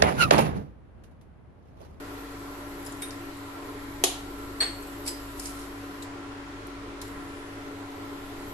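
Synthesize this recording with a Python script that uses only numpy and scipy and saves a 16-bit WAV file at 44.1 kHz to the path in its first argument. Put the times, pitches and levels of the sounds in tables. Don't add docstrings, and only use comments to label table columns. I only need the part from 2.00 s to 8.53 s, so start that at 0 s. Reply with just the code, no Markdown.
import sys
import numpy as np
from scipy import signal
from scipy.fft import rfft, irfft
from scipy.io import wavfile
from scipy.ndimage import uniform_filter1d

SR = 44100
rng = np.random.default_rng(int(sys.argv[2]) if len(sys.argv) > 2 else 0)


def dump(signal):
    limited = np.clip(np.atleast_2d(signal).T, -1, 1)
    pcm = np.round(limited * 32767).astype(np.int16)
    wavfile.write(sys.argv[1], SR, pcm)


def rack_gain(trim_db):
    fader = np.asarray(trim_db, float)
    return 10 ** (fader / 20)


N = 287973

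# [f/Hz, likeness from 0 to 1]
LIKENESS = [(40, 0.74), (130, 0.97), (250, 0.92), (400, 0.98), (520, 0.47), (700, 0.41), (1310, 0.074),
            (2800, 0.073), (13000, 0)]


def evened(x):
    return x / np.sqrt(np.mean(x ** 2) + 1e-20)


def read(points, hz):
    f, value = np.transpose(points)
    return np.interp(np.log(hz + 1), np.log(f + 1), value)


def add(mix, s, sound):
    part = mix[:, round(s * SR):][:, :sound.shape[1]]
    part += sound[:, :part.shape[1]]


def wavering(t, db, top_hz):
    coarse = t[::441]
    waves = [np.sin(2 * np.pi * (f * coarse + rng.random())) / np.sqrt(f)
             for f in np.geomspace(.2, top_hz, num=24)]
    return rack_gain(db * np.interp(t, coarse, evened(sum(waves))))


def humps(modes, hz):
    return sum(rack_gain(db) ** 2 / (1 + (2 * (hz - f) / width) ** 2) for f, width, db in modes)


def alike(pair, hz):
    same = np.clip(read(LIKENESS, hz), -1, 1)
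    return np.array([pair[0], same * pair[0] + np.sqrt(1 - same ** 2) * pair[1]])


def hiss(gain, same, patchy_db, size):
    # [f/Hz, left over right level/dB]
    lean_points = [(60, 0.5), (230, 2.5), (890, 0), (3420, 0.5), (13200, 1.5)]
    hz, frames = np.fft.rfftfreq(size, 1 / SR)[:, None], 4 * N // size + 5
    a, b, c, d, patches = rng.standard_normal((frames, len(hz), 5)).T
    patches = uniform_filter1d(patches, size=size // 100, axis=0)
    patches = evened(uniform_filter1d(patches, size=8, axis=1))
    left, lean = a + 1j * b, rack_gain(read(lean_points, hz) / 2)
    shift = np.exp(2j * np.pi * hz * 5 / SR)
    right = same * left * shift + np.sqrt(1 - same ** 2) * (c + 1j * d)
    spectra = np.array([left * lean, right / lean]) * gain * rack_gain(patchy_db * patches)
    return evened(signal.istft(spectra, nperseg=size, noverlap=3 * size // 4)[1][:, :N])


def kitchen(x):
    # [f/Hz, time to fall by 60 dB/s]
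    fading = [(300, 0.24), (2000, 0.5), (6000, 0.37), (12000, 0.29)]
    taps = np.zeros((2, SR // 2))
    slots = np.arange(120, SR // 2 - 20, 20)
    at = slots + rng.integers(0, 20, (2, len(slots)))
    np.put_along_axis(taps, at, rng.choice([-1., 1.], at.shape), 1)
    hz, t, z = signal.stft(taps, SR, nperseg=256)
    hz = hz[:, None]
    tail = signal.istft(alike(z, hz) * rack_gain(-60 * t / read(fading, hz)), SR, nperseg=256)[1]
    return signal.fftconvolve(x.mean(0)[None], tail / np.linalg.norm(tail[0]), axes=1)[:, :N]


def hum():
    # [f/Hz, level/dB, wavering/dB]
    steady = [
        (20.5, -59, 3.5),
        (99.87, -54.3, .5),
    ]
    # [t/s, f/Hz]
    near_motor = [
        (0, 103.68),
        (3.4, 103.68),
        (3.9, 103.4),
        (4.7, 104.02),
        (6.53, 104.02),
    ]
    # [middle t/s, length/s, level/dB]
    swells = [
        (.35, 2.3, -54.5),
        (2.5, 2.2, -50),
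        (3.5, 1.3, -49.5),
        (4.85, 2.0, -53),
        (6.55, 1.2, -58),
    ]
    t = np.arange(N) / SR
    throb = rack_gain(-63)
    for s, length, db in swells:
        throb = throb + rack_gain(db) * np.cos(np.pi * np.clip((t - s) / length, -.5, .5)) ** 2
    tones = throb * np.sin(2 * np.pi * 49.17 * t)
    turns = np.cumsum(np.interp(t, *np.transpose(near_motor))) / SR + .56
    tones += rack_gain(-59 + 0.11 * t) * np.cos(2 * np.pi * turns)
    for hz, db, waver_db in steady:
        tones += rack_gain(db) * wavering(t, waver_db, top_hz=2.37) * np.cos(2 * np.pi * hz * t)
    return np.sqrt(2) * tones * rack_gain(np.c_[[.9, -.9]])


def fan():
    # [t/s, f/Hz]
    blade_pitch = [
        (0, 281.63),
        (3.5, 281.63),
        (4.8, 281.57),
        (6.53, 281.44),
    ]
    # [multiple of the blade pitch, left level/dB, right level/dB, wavering/dB]
    blade_tones = [(1, -42.7, -44, .5), (2, -62, -66, 2.), (3, -67, -67, 2.), (4, -66, -63.5, 2.)]
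    # [f/Hz, level/dB in each Hz]
    air = [(15, -6), (32, -12), (60, -11), (90, -8.5), (130, -13), (220, -23), (270, -5.5), (400, -10.5),
           (500, -17), (900, -13.5), (1500, -15), (2200, -18.5), (5000, -27.5), (12500, -39)]
    # [f/Hz, width/Hz, level over the rush/dB]
    housing = [(168, 4.5, 12), (192.5, 8, 12.5), (341, 10.7, 8.5), (431.6, 53, 9.5), (592, 20.6, 10.5),
               (737.4, 17.5, 7.5), (1016, 57, 7.5), (1353, 43, 9.5), (1920, 230, 1), (2500, 39, -27)]
    t, hz = np.arange(N) / SR, np.fft.rfftfreq(4096, 1 / SR)[:, None]
    gain = rack_gain(read(air, hz)) * np.sqrt(1 + humps(housing, hz))
    out = rack_gain(-41.5) * hiss(gain, np.clip(read(LIKENESS, hz), -1, 1), patchy_db=1.07, size=4096)
    turns = np.cumsum(np.interp(t, *np.transpose(blade_pitch))) / SR
    for k, left_db, right_db, waver_db in blade_tones:
        tone = np.sin(2 * np.pi * k * turns + np.c_[[0, .13]])
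        out += np.sqrt(2) * rack_gain(np.c_[[left_db, right_db]]) * wavering(t, waver_db, top_hz=6.6) * tone
    return out


def pot():
    # [f/Hz, width/Hz, level/dB]
    parts = [
        [(11300, 210, -5), (11440, 490, -3), (12530, 580, 1)],
        [(4160, 890, 0), (5500, 1800, -27), (7100, 300, -1.5), (7530, 80, -0.5), (7840, 440, -2),
         (9000, 1300, -8.5)],
        [(10670, 510, 0), (9800, 1500, -6)],
    ]
    # [t/s, level/dB]
    coil = [
        (0, 2.5),
        (.9, 7),
        (1.4, 1.5),
        (3.4, 9),
        (3.9, -2.5),
        (4.04, 4),
        (5.03, 0),
        (5.85, -12),
        (6.53, -0.5),
    ]
    # [level at 0 dB coil power/dB, share of a power change followed, extra while rocking
    # (reversed at rest)/dB]
    coupling = [
        (-60, 0.68, -4.5),
        (-62.5, .4, -2),
        (-74.5, .3, 11.5),
    ]
    lift_s, set_s, switch_s, rock_s = 4.055, 5.015, 0.017, .65
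    hz = np.fft.rfftfreq(1024, 1 / SR)[:, None]
    t = np.arange(4 * N // 1024 + 5) * 256 / SR
    coil_db = np.interp(t, *np.transpose(coil))
    lifted = np.clip(np.minimum(t - lift_s, set_s - t) / switch_s + .5, 0, 1)
    rocking = np.sin(np.pi * np.clip((t - set_s) / rock_s, 0, 1.5))
    power = 0
    for modes, (db, share, rock_db) in zip(parts, coupling):
        colour = humps(modes, hz)
        part_db = db + share * coil_db + rock_db * rocking - 24 * lifted
        power = power + colour / colour.sum() * rack_gain(2 * part_db)
    level = np.sqrt(power.sum(0).mean()) * rack_gain(2.5)
    return level * hiss(np.sqrt(power), 0.059, patchy_db=2.4, size=1024)


def rub():
    # [start t/s, length/s, level/dB]
    strokes = [
        (3.327, .2, -45),
        (3.44, 0.26, -50.5),
    ]
    late, slips_per_s, slip_db = 1.5, 700, 1.6
    hz, t = np.fft.rfftfreq(256, 1 / SR)[:, None], np.arange(N) / SR
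    press = sum(rack_gain(db) * np.sin(np.pi * np.clip((t - s) / length, 0, 1) ** late) for s, length, db in strokes)
    slips = rack_gain(slip_db * np.minimum(rng.exponential(1, N), 3)) * (rng.random(N) < slips_per_s / SR)
    grain = evened(3 + signal.lfilter([1], [1, -np.exp(-1 / (.002 * SR))], slips))
    colour = humps([(5500, 8000, -3), (10000, 4500, -1)], hz)
    return press * grain * hiss(np.sqrt(colour), 0.19, patchy_db=1.5, size=256)


def blow(modes, body, db, lean_db, contact_s, rattle_db):
    t = np.arange(SR // 2) / SR
    hz = np.fft.rfftfreq(len(t), 1 / SR)
    colour = humps(body, hz) * hz ** 2 / (hz ** 2 + 300 ** 2)
    noise = alike(rfft(rng.standard_normal((2, len(t)))), hz)
    rattle = rack_gain(rattle_db) * evened(irfft(noise * colour)) * np.exp(-2 * t / max(contact_s, 1e-4))

    phases = np.pi * np.arange(len(modes))[:, None] + rng.uniform(.3, .7, (len(modes), 1)) * [0, np.pi]
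    ring = 0
    for (f, mode_db, t60), phase in zip(modes, phases):
        build = 1 - np.exp(-(f * t / 1.4) ** 2)
        ring = ring + rack_gain(mode_db - 60 * t / t60) * build * np.sin(2 * np.pi * f * t + phase[:, None])
    ring = irfft(alike(rfft(ring), hz))

    rise = 1 - np.exp(-t / max(.12 * contact_s, 1e-5))
    gain = rack_gain(db + np.c_[[lean_db / 2, -lean_db / 2]]) * rise
    clap = np.roll(irfft(colour), int((contact_s / 4 + .001) * SR))
    clap *= rack_gain(rattle_db) * np.sqrt(SR * contact_s / 8) / np.linalg.norm(clap)
    return np.vstack([gain * (ring + rattle), gain * (rack_gain(-6) * ring + clap)])


def handling():
    # [f/Hz, level/dB, time to fall by 60 dB/s]
    knife = [(375, -0.5, 0.064), (707, -4, 0.029), (953, -11, 0.033), (4940, -15, 0.083), (7100, -21, 0.2)]
    bangle = [(3952, -20, .08), (4250, -5, .065), (4360, 1, .08), (4430, -15, .34), (4485, -10, .1),
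              (8215, -20, .36), (8302, -8, .11), (8420, -11, .08)]
    finger_ring = [(4880, -4, .07), (4947, -7, .3), (6100, -7, .03), (7935, -7, .24), (8050, -6, .06),
                   (9168, -7, .03), (10840, -3, .05)]
    spoon = [(3700, -4, .12), (3721, -4, .12), (8780, -3, .06), (8880, 0, .06), (9421, -5, .05),
             (10920, -5, .05), (11620, -8, .04), (1700, -14, .1), (2250, -13, .1)]
    # [f/Hz, width/Hz, level/dB]
    bodies = [
        [(408, 300, 2), (795, 450, -0.5), (3120, 980, -2), (3900, 1500, -1), (6600, 2100, -1),
         (9800, 2100, -1.5), (11300, 1300, -2.5)],
        [(497, 750, 5), (1800, 740, 6), (3320, 1600, 2.5), (4360, 300, 10), (6700, 900, -6), (8600, 1600, 0.5),
         (11700, 1300, -4.5)],
        [(2390, 1100, -3), (4940, 1700, 1), (8000, 1500, -0.5), (10500, 3000, 0.5)],
        [(2080, 2100, 1), (5600, 2500, -3), (9000, 690, 7), (11000, 1500, 3)],
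    ]
    # [t/s, level/dB, left over right/dB, contact rattle/s, rattle level/dB]
    knife_blows = [
        (2.0378, -12, -1, 0.0061, 6.5),
        (2.042, -26.5, 9, 0.011, 11),
        (2.087, -43, 17, .02, -2),
    ]
    bangle_blows = [
        (2.603, -12, 1.8, 0.054, -8),
        (2.662, -30, 2.9, 0.072, -8),
    ]
    ring_blows = [
        (3.052, -54, -2, .02, 12),
        (3.060, -43, -1.8, 0.035, 12),
        (3.0745, -28, -1.3, 0.023, 4.3),
    ]
    spoon_blows = [
        (1.019, -32, -1, 0.021, 6),
        (1.026, -40, -1, 0.048, 2),
        (1.082, -42, -1, .01, -14),
    ]
    # [t/s, level/dB, left over right/dB, lower f/Hz, upper f/Hz]
    clinks = [(0.861, -41, 7, 7200, 10500), (.866, -40.5, 2, 5080, 11100), (0.920, -45, 5, 7100, 9300),
              (1.37, -52, 1, 8200, 9800), (2.824, -48, 9, 8330, 8450), (2.869, -51, 2, 8000, 9000),
              (3.503, -48, 2, 6240, 9500), (4.0223, -39.5, 5, 3900, 7500)]
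    # [t/s, level/dB, left over right/dB, lower f/Hz, upper f/Hz]
    snaps = [(1.106, -49, 1, 4620, 5300), (3.615, -58, 0, 4700, 5170), (.849, -53, 5, 10300, 10600),
             (3.3956, -43.5, 2, 5260, 9790), (3.396, -44.5, 4, 7350, 11200), (3.446, -58, 4, 8600, 10200),
             (3.4556, -42, -2, 5050, 7600), (3.469, -46, -2, 8600, 10000), (3.595, -56, 0, 7040, 10500),
             (4.023, -62, 0, 9000, 11800), (4.6687, -59, .5, 8840, 11800), (5.0148, -45.5, 3, 3840, 11300),
             (5.017, -49, 2, 5200, 7300), (5.079, -60, 3, 7800, 11000)]
    out = np.zeros((4, N))
    things = (knife, bangle, finger_ring, spoon)
    for modes, body, blows in zip(things, bodies, (knife_blows, bangle_blows, ring_blows, spoon_blows)):
        for s, *how in blows:
            add(out, s, blow(modes, body, *how))
    for ticks, contact_s, rattle_db in [(clinks, 0.016, -2), (snaps, 0.0095, 9.5)]:
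        for s, db, lean_db, low_hz, high_hz in ticks:
            modes = [(low_hz, -2, .035), (high_hz, -1, .03)]
            body = [(low_hz, 900, 0), (high_hz, 1400, 0), (7500, 8000, -3)]
            add(out, s, blow(modes, body, db + 4.5, lean_db, contact_s, rattle_db))
    return out


def scene():
    sounds = handling() + np.tile(rub(), (2, 1))
    no_bass = signal.butter(2, 170, "high", fs=SR, output="sos")
    near = signal.sosfilt(no_bass, sounds)
    return near[:2] + rack_gain(-4.0) * kitchen(near[2:]) + fan() + hum() + pot()


def low_pass(x):
    return signal.sosfilt(signal.butter(12, 13760, fs=SR, output="sos"), x)


def record(dry):
    edge = signal.firwin(601, 12480, window=("kaiser", 7), fs=SR)
    mix = signal.oaconvolve(dry, edge[None], "same")
    return low_pass(mix)


dry = scene()
out = record(dry)
dump(out)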